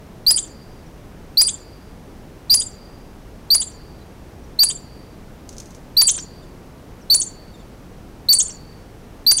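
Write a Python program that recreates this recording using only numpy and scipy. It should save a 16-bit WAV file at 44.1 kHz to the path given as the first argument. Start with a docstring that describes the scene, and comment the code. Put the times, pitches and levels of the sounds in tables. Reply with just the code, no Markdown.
"""A ground squirrel hidden among boulders gives alarm calls. Each is a piercing whistle that flips
up into a squeal as the voice breaks, followed by two softer notes that swoop down and back up.
The rocks throw the calls back, and they overload the microphone. A fox scrabbles down a ledge,
its claws catching and dragging grit. Far birds chirp and the air rumbles softly."""
import sys
import numpy as np
from scipy import signal
from scipy.fft import rfft, irfft
from scipy.io import wavfile
from scipy.ndimage import uniform_filter1d

SR = 44100
rng = np.random.default_rng(int(sys.argv[2]) if len(sys.argv) > 2 else 0)


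def int16_out(signal):
    """Quantize to a 16-bit WAV file."""
    q = np.round(np.clip(np.atleast_2d(signal).T, -1, 1) * 32767)
    wavfile.write(sys.argv[1], SR, q.astype(np.int16))


N = 414540

# tone of the hillside air, from rumble to hiss: (frequency [Hz], relative level [dB])
AIR_SPECTRUM = [(12, -33.5), (20, 0.5), (240, -8.5), (300, -10.5), (355, -11.5), (444, -13), (482, -14),
                (674, -18), (843, -20), (1560, -27), (3810, -35.5), (5790, -36.5), (7230, -40),
                (14500, -44), (15800, -46.5)]
# far bird chirps: (time [s], start pitch [Hz], end pitch [Hz], relative level [dB])
BIRD_CHIRPS = [(.858, 6100, 5000, -57.5), (4.004, 4100, 3930, -55), (4.425, 5600, 6050, -56),
               (6.42, 3750, 3440, -53), (7.008, 6350, 5140, -52), (7.535, 3740, 3560, -49),
               (7.589, 3680, 3500, -52)]
# claws catching on the ledge: (time [s], relative level [dB])
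CLAW_CATCHES = [(5.4912, -22), (5.5277, -37), (5.5666, -37), (5.5825, -26), (5.6007, -21), (5.6574, -36),
                (5.7067, -38), (5.748, -36)]
# tone of grit scraping on stone: (frequency [Hz], relative level [dB])
GRIT_SPECTRUM = [(1500, -30), (3000, -17.5), (5400, -6), (6300, 0.5), (7200, -8), (10000, -14.5),
                 (12000, -23), (15000, -31)]
# echoes from the rock faces: (delay [s], relative level [dB])
ROCK_ECHOES = [(.0032, -8.5), (.033, -28), (.063, -21)]
# tone of the crack in the voice: (frequency [Hz], relative level [dB])
CRACK_SPECTRUM = [(250, -21.5), (600, -5), (1500, -5.5), (3500, -5), (5000, -1), (9000, -12)]
# how a swoop swells and fades: (share of its length [0 to 1], relative level [dB])
SWOOP_LOUDNESS = [(0, -14), (.08, 2), (.2, -3.5), (.54, -7.5), (.68, -10.5), (.9, -15.5), (1, -30)]
# the swoop that ends each call: (length [s], start pitch [Hz], dip pitch [Hz], end pitch [Hz])
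LAST_SWOOP = (.06, 9000, 5650, 7700)
# the squirrel's calls, with relative levels: (time [s], whistle length [s], whistle middle pitch [Hz],
# whistle end pitch [Hz], squeal pitch [Hz], whistle and squeal level [dB], crack level [dB],
# first swoop's dip pitch [Hz], first swoop level [dB], last swoop level [dB])
ALARM_CALLS = [(.264, .039, 4712, 4970, 10600, -4, -19, 7000, -11, -44),
               (1.371, .039, 4724, 4874, 10240, -3.5, -18, 7020, -12, -49),
               (2.497, 0.042, 4746, 4846, 10590, -3, -23.5, 6950, -14.5, -49),
               (3.503, .041, 4577, 4822, 10610, -5, -21, 7000, -15.5, -44),
               (4.588, 0.042, 4640, 4680, 10630, -6, -20, 7080, -16, -52),
               (5.967, .045, 4740, 4570, 10340, -2, -16.5, 6260, -4, -23),
               (7.099, .042, 4570, 4460, 10060, -3.5, -29.5, 6500, -13.5, -50.5),
               (8.286, .042, 4614, 4470, 9700, -2.5, -24.5, 6490, -6.5, -27),
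               (9.264, 0.046, 4660, 4660, 10060, -4, -20.5, 5850, -11.5, -45)]

USUAL_SWOOP_DB, USUAL_DIP_HZ = -12, 6910   # an ordinary swoop; "push" is how many dB louder one is


def from_db(db):
    """Turn decibels into a number to multiply a sound by."""
    return 10 ** (np.asarray(db) / 20)


def unit_level(x):
    """Scale a sound so that its average strength (rms) is 1."""
    return x / np.sqrt(np.mean(x ** 2) + 1e-20)


def add(out, at_s, sound):
    """Mix a sound into out, starting at the given time."""
    place = out[max(round(at_s * SR), 0):][:len(sound)]
    place += sound[:len(place)]


def band(x, low_hz, high_hz):
    """Gently turn down everything outside a range of frequencies."""
    edges_hz = [low_hz, min(high_hz, .45 * SR)]
    return signal.sosfilt(signal.butter(2, edges_hz, "band", fs=SR, output="sos"), x)


def coloured(x, spectrum):
    """Shape a sound's lows and highs by a table, then scale it to strength 1."""
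    hz, db = np.transpose(spectrum)
    bin_hz = np.maximum(np.fft.rfftfreq(len(x), 1 / SR), 1)
    gain = from_db(np.interp(np.log(bin_hz), np.log(hz), db))
    return unit_level(irfft(rfft(x) * gain, len(x)))


def wobble(size, per_s):
    """Drift between random values, mostly from -1 to 1, per_s times a second."""
    points = rng.standard_normal(4096)
    return np.interp(np.arange(size) / SR * per_s % len(points), np.arange(len(points)), points)


def voice_phase(hz, jitter, jitter_per_s=900, glide_s=.004):
    """Smooth a pitch and let it tremble by the share jitter; the sine of the result is a tone."""
    smooth_hz = uniform_filter1d(hz, max(int(glide_s * SR), 1), mode="nearest")
    return 2 * np.pi * np.cumsum(smooth_hz * (1 + jitter * wobble(len(hz), jitter_per_s))) / SR


def fade_ends(x, share):
    """Fade in and out; the two fades together take this share of the sound."""
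    return x * signal.windows.tukey(len(x), share)


def air(level_db=-40):
    """The soft rumble and hiss of the open hillside."""
    return from_db(level_db) * coloured(rng.standard_normal(N), AIR_SPECTRUM)


def birds(chirp_s=.032, distance_db=-2, octave_db=-6):
    """Thin, far-off chirps; the lower ones also carry a tone an octave up."""
    out = np.zeros(N)
    for at_s, start_hz, end_hz, db in BIRD_CHIRPS:
        phase = voice_phase(np.linspace(start_hz, end_hz, int(chirp_s * SR)), jitter=.016)
        tone = np.sin(phase) + from_db(octave_db) * (start_hz < 3800) * np.sin(2 * phase)
        add(out, at_s, from_db(db + distance_db) * fade_ends(tone, .5))
    return out


def fox(grains_per_s=6000, claw_db=-10, claw_fade_s=.02, slide_db=-47, slide_fade_s=.22):
    """Each claw catches with a scratch, then the paw drags grit over stone, more after a hard catch."""
    t = np.arange(SR // 2) / SR
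    grains = rng.standard_normal(N) * (rng.random(N) < grains_per_s / SR)
    hardest_db = max(db for _, db in CLAW_CATCHES)
    force = np.zeros(N)
    for at_s, db in CLAW_CATCHES:
        add(force, at_s, from_db(db + claw_db - 60 * t / claw_fade_s))
        add(force, at_s, from_db(slide_db + .46 * (db - hardest_db) - 60 * t / slide_fade_s))
    return force * coloured(grains, GRIT_SPECTRUM)


def rocks(x, near_db=-17, near_fade_s=.23, far_db=-47, far_delay_s=.15, far_spread_s=.28):
    """Sound scatters among boulders, echoes off rock faces and returns faintly from a wooded slope."""
    t = np.arange(SR) / SR
    near = band(rng.standard_normal(SR), 1700, 11000) * from_db(-60 * t / near_fade_s)
    far = band(rng.standard_normal(SR), 2000, 4800) * np.exp(-((t - far_delay_s) / far_spread_s) ** 2)
    scatter = (from_db(near_db) * unit_level(near) + from_db(far_db) * unit_level(far)) / np.sqrt(SR)
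    echoes = np.zeros(SR)
    for delay_s, db in ROCK_ECHOES:
        echoes[round(delay_s * SR)] += from_db(db)
    dull_echoes = band(echoes, 300, 5800)
    return x + signal.fftconvolve(x, scatter + dull_echoes)[:N]


def pip(hz, length_s=.028, sag_hz=330, flutter_db=3):
    """A thin, slightly falling tone that swells and stops."""
    progress = np.linspace(0, 1, int(length_s * SR))
    level_db = np.interp(progress, [0, .52, 1], [-5, 1, -13]) + flutter_db * wobble(len(progress), 245)
    tone = np.sin(voice_phase(hz - sag_hz * progress, jitter=.014))
    return fade_ends(tone * from_db(level_db), .2)


def grunt(rasp_share, length_s=.025, from_hz=2900, to_hz=3900, rasp_db=-6):
    """A second, lower voice that rises a little, mixed with raspy noise."""
    size = int(length_s * SR)
    tone = np.sin(voice_phase(np.linspace(from_hz, to_hz, size), jitter=.077, jitter_per_s=2000))
    rasp = from_db(rasp_db) * unit_level(band(rng.standard_normal(size), 1000, 4200))
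    return fade_ends((1 - rasp_share) * tone + rasp_share * rasp, .5)


def swoop(length_s, start_hz, dip_hz, end_hz, dip_jitter, flutter_db=4):
    """A high note sags, turning rough and fluttery, and climbs again as it fades."""
    progress = np.linspace(0, 1, int(length_s * SR))
    path_hz = [start_hz, .78 * start_hz + .22 * dip_hz, dip_hz,
               dip_hz, .12 * dip_hz + .88 * end_hz, end_hz]
    hz = np.interp(progress, [0, .2, .45, .58, .82, 1], path_hz)
    depth = np.clip(4 * (1 - dip_hz / start_hz), 0, 1)
    roughness = depth * np.interp(progress, [.1, .24, .42, .7, .9], [.058, 1, .96, .87, .1])
    tone = np.sin(voice_phase(hz, .0099 + dip_jitter * roughness, jitter_per_s=2400))
    level_db = np.interp(progress, *np.transpose(SWOOP_LOUDNESS))
    level_db += flutter_db * roughness * wobble(len(progress), 600)
    return fade_ends(tone * from_db(level_db), .05)


def after_note(length_s, start_hz, dip_hz, end_hz, db, grunt_db, dip_jitter, rasp_share):
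    """A swoop with a grunt under it and a pip after it; both partly follow its loudness."""
    push_db = db - USUAL_SWOOP_DB
    out = np.zeros(SR // 2)
    add(out, 0, from_db(db) * swoop(length_s, start_hz, dip_hz, end_hz, dip_jitter))
    add(out, .011, from_db(grunt_db + .74 * push_db) * grunt(rasp_share))
    pip_at_s = .064 + .0004 * push_db
    pip_hz = 7450 + .25 * (dip_hz - USUAL_DIP_HZ)
    add(out, pip_at_s, from_db(-27 + .69 * push_db) * pip(pip_hz))
    return out


def crack(length_s=.017):
    """A short burst of noise as the voice flips into its high range."""
    size = int(length_s * SR)
    return coloured(rng.standard_normal(SR // 10), CRACK_SPECTRUM)[:size] * np.hanning(size)


def squeal(from_hz, top_hz, flip_s=.013, hold_s=.017, flutter_db=6.5):
    """The broken voice shoots up about an octave, rough on the way, and clears as it fades."""
    t = np.arange(int((flip_s + hold_s) * SR)) / SR
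    stages_s = [0, .55 * flip_s, flip_s, flip_s + hold_s / 2, t[-1]]
    hz = np.interp(t, stages_s, [1.08 * from_hz, .77 * top_hz, .945 * top_hz, top_hz, top_hz])
    roughness = np.interp(t, stages_s, [.96, 1, .2, 0, 0])
    level_db = np.interp(t, stages_s, [-13, -2.5, -1, -6, -22])
    level_db += flutter_db * roughness * wobble(len(t), 1200)
    tone = np.sin(voice_phase(hz, jitter=.0095 + .13 * roughness, jitter_per_s=3000))
    return fade_ends(tone * from_db(level_db), .08)


def whistle(length_s, middle_hz, end_hz, start_hz=4150, rise_s=.0057, tail_s=.018,
            flutter_db=4, octave_db=-17.5, rasp_db=-31):
    """A piercing tone that scoops up, trembles, then dies away as the voice breaks."""
    t = np.arange(int((length_s + tail_s) * SR)) / SR
    path_hz = [.99 * start_hz, start_hz, .2 * start_hz + .8 * middle_hz,
               middle_hz, (middle_hz + end_hz) / 2, end_hz]
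    hz = np.interp(t / length_s, [0, .11, .24, .42, .8, 1], path_hz)
    phase = voice_phase(hz, jitter=.011, jitter_per_s=1200)
    rasp = from_db(rasp_db) * unit_level(band(rng.standard_normal(len(t)), 3000, 10000))
    tone = np.sin(phase) + from_db(octave_db) * np.sin(2 * phase) + rasp
    level_db = np.interp(t, [0, rise_s, .92 * length_s, length_s, t[-1]], [-15, 3, 3, -5, -17])
    level_db += flutter_db * wobble(len(t), 350)
    return fade_ends(tone * from_db(level_db), .05)


def squirrel(pause_s=.0565, stutter_s=.094):
    """Each alarm is a whistle that cracks into a squeal, then stutters on in two ever softer notes."""
    out = np.zeros(N)
    for at_s, length_s, middle_hz, end_hz, top_hz, db, crack_db, dip_hz, first_db, last_db in ALARM_CALLS:
        break_at_s = at_s + length_s
        add(out, at_s, from_db(db) * whistle(length_s, middle_hz, end_hz))
        add(out, break_at_s, from_db(db) * squeal(end_hz, top_hz))
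        add(out, break_at_s, from_db(crack_db) * crack())
        # pushed harder, the first swoop lasts longer, starts lower and climbs higher
        push_db = first_db - USUAL_SWOOP_DB
        first_swoop = (.052 + .0008 * push_db, 9495 - 150 * push_db, dip_hz, 9150 + 110.5 * push_db)
        grunt_db = crack_db - 6   # a hoarse call both cracks and grunts harder
        first_note = after_note(*first_swoop, first_db, grunt_db, dip_jitter=.06, rasp_share=.2)
        last_note = after_note(*LAST_SWOOP, last_db, grunt_db, dip_jitter=.025, rasp_share=.76)
        add(out, break_at_s + pause_s, first_note)
        add(out, break_at_s + pause_s + stutter_s, last_note)
    return out


def scene():
    """Squirrel and birds echo among the rocks, over the fox's paws and the air, in one channel."""
    return (rocks(squirrel() + birds()) + fox() + air())[None]


def record(dry, ceiling=.37, lopsided=.023, cutoff_hz=15850):
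    """The microphone overloads, squashing loud peaks a little unevenly; the highest treble is cut."""
    fine = signal.resample_poly(dry, 4, 1, axis=-1) / ceiling   # 4 times the samples avoids stray tones
    squashed = fine / (1 + fine ** 4) ** .25
    uneven = ceiling * (squashed + lopsided * squashed ** 2)
    overloaded = signal.resample_poly(uneven, 1, 4, axis=-1)
    treble_cut = signal.firwin(401, cutoff_hz, window=("kaiser", 8), fs=SR)
    return signal.fftconvolve(overloaded, treble_cut[None], "same")


dry = scene()
out = record(dry)
int16_out(out)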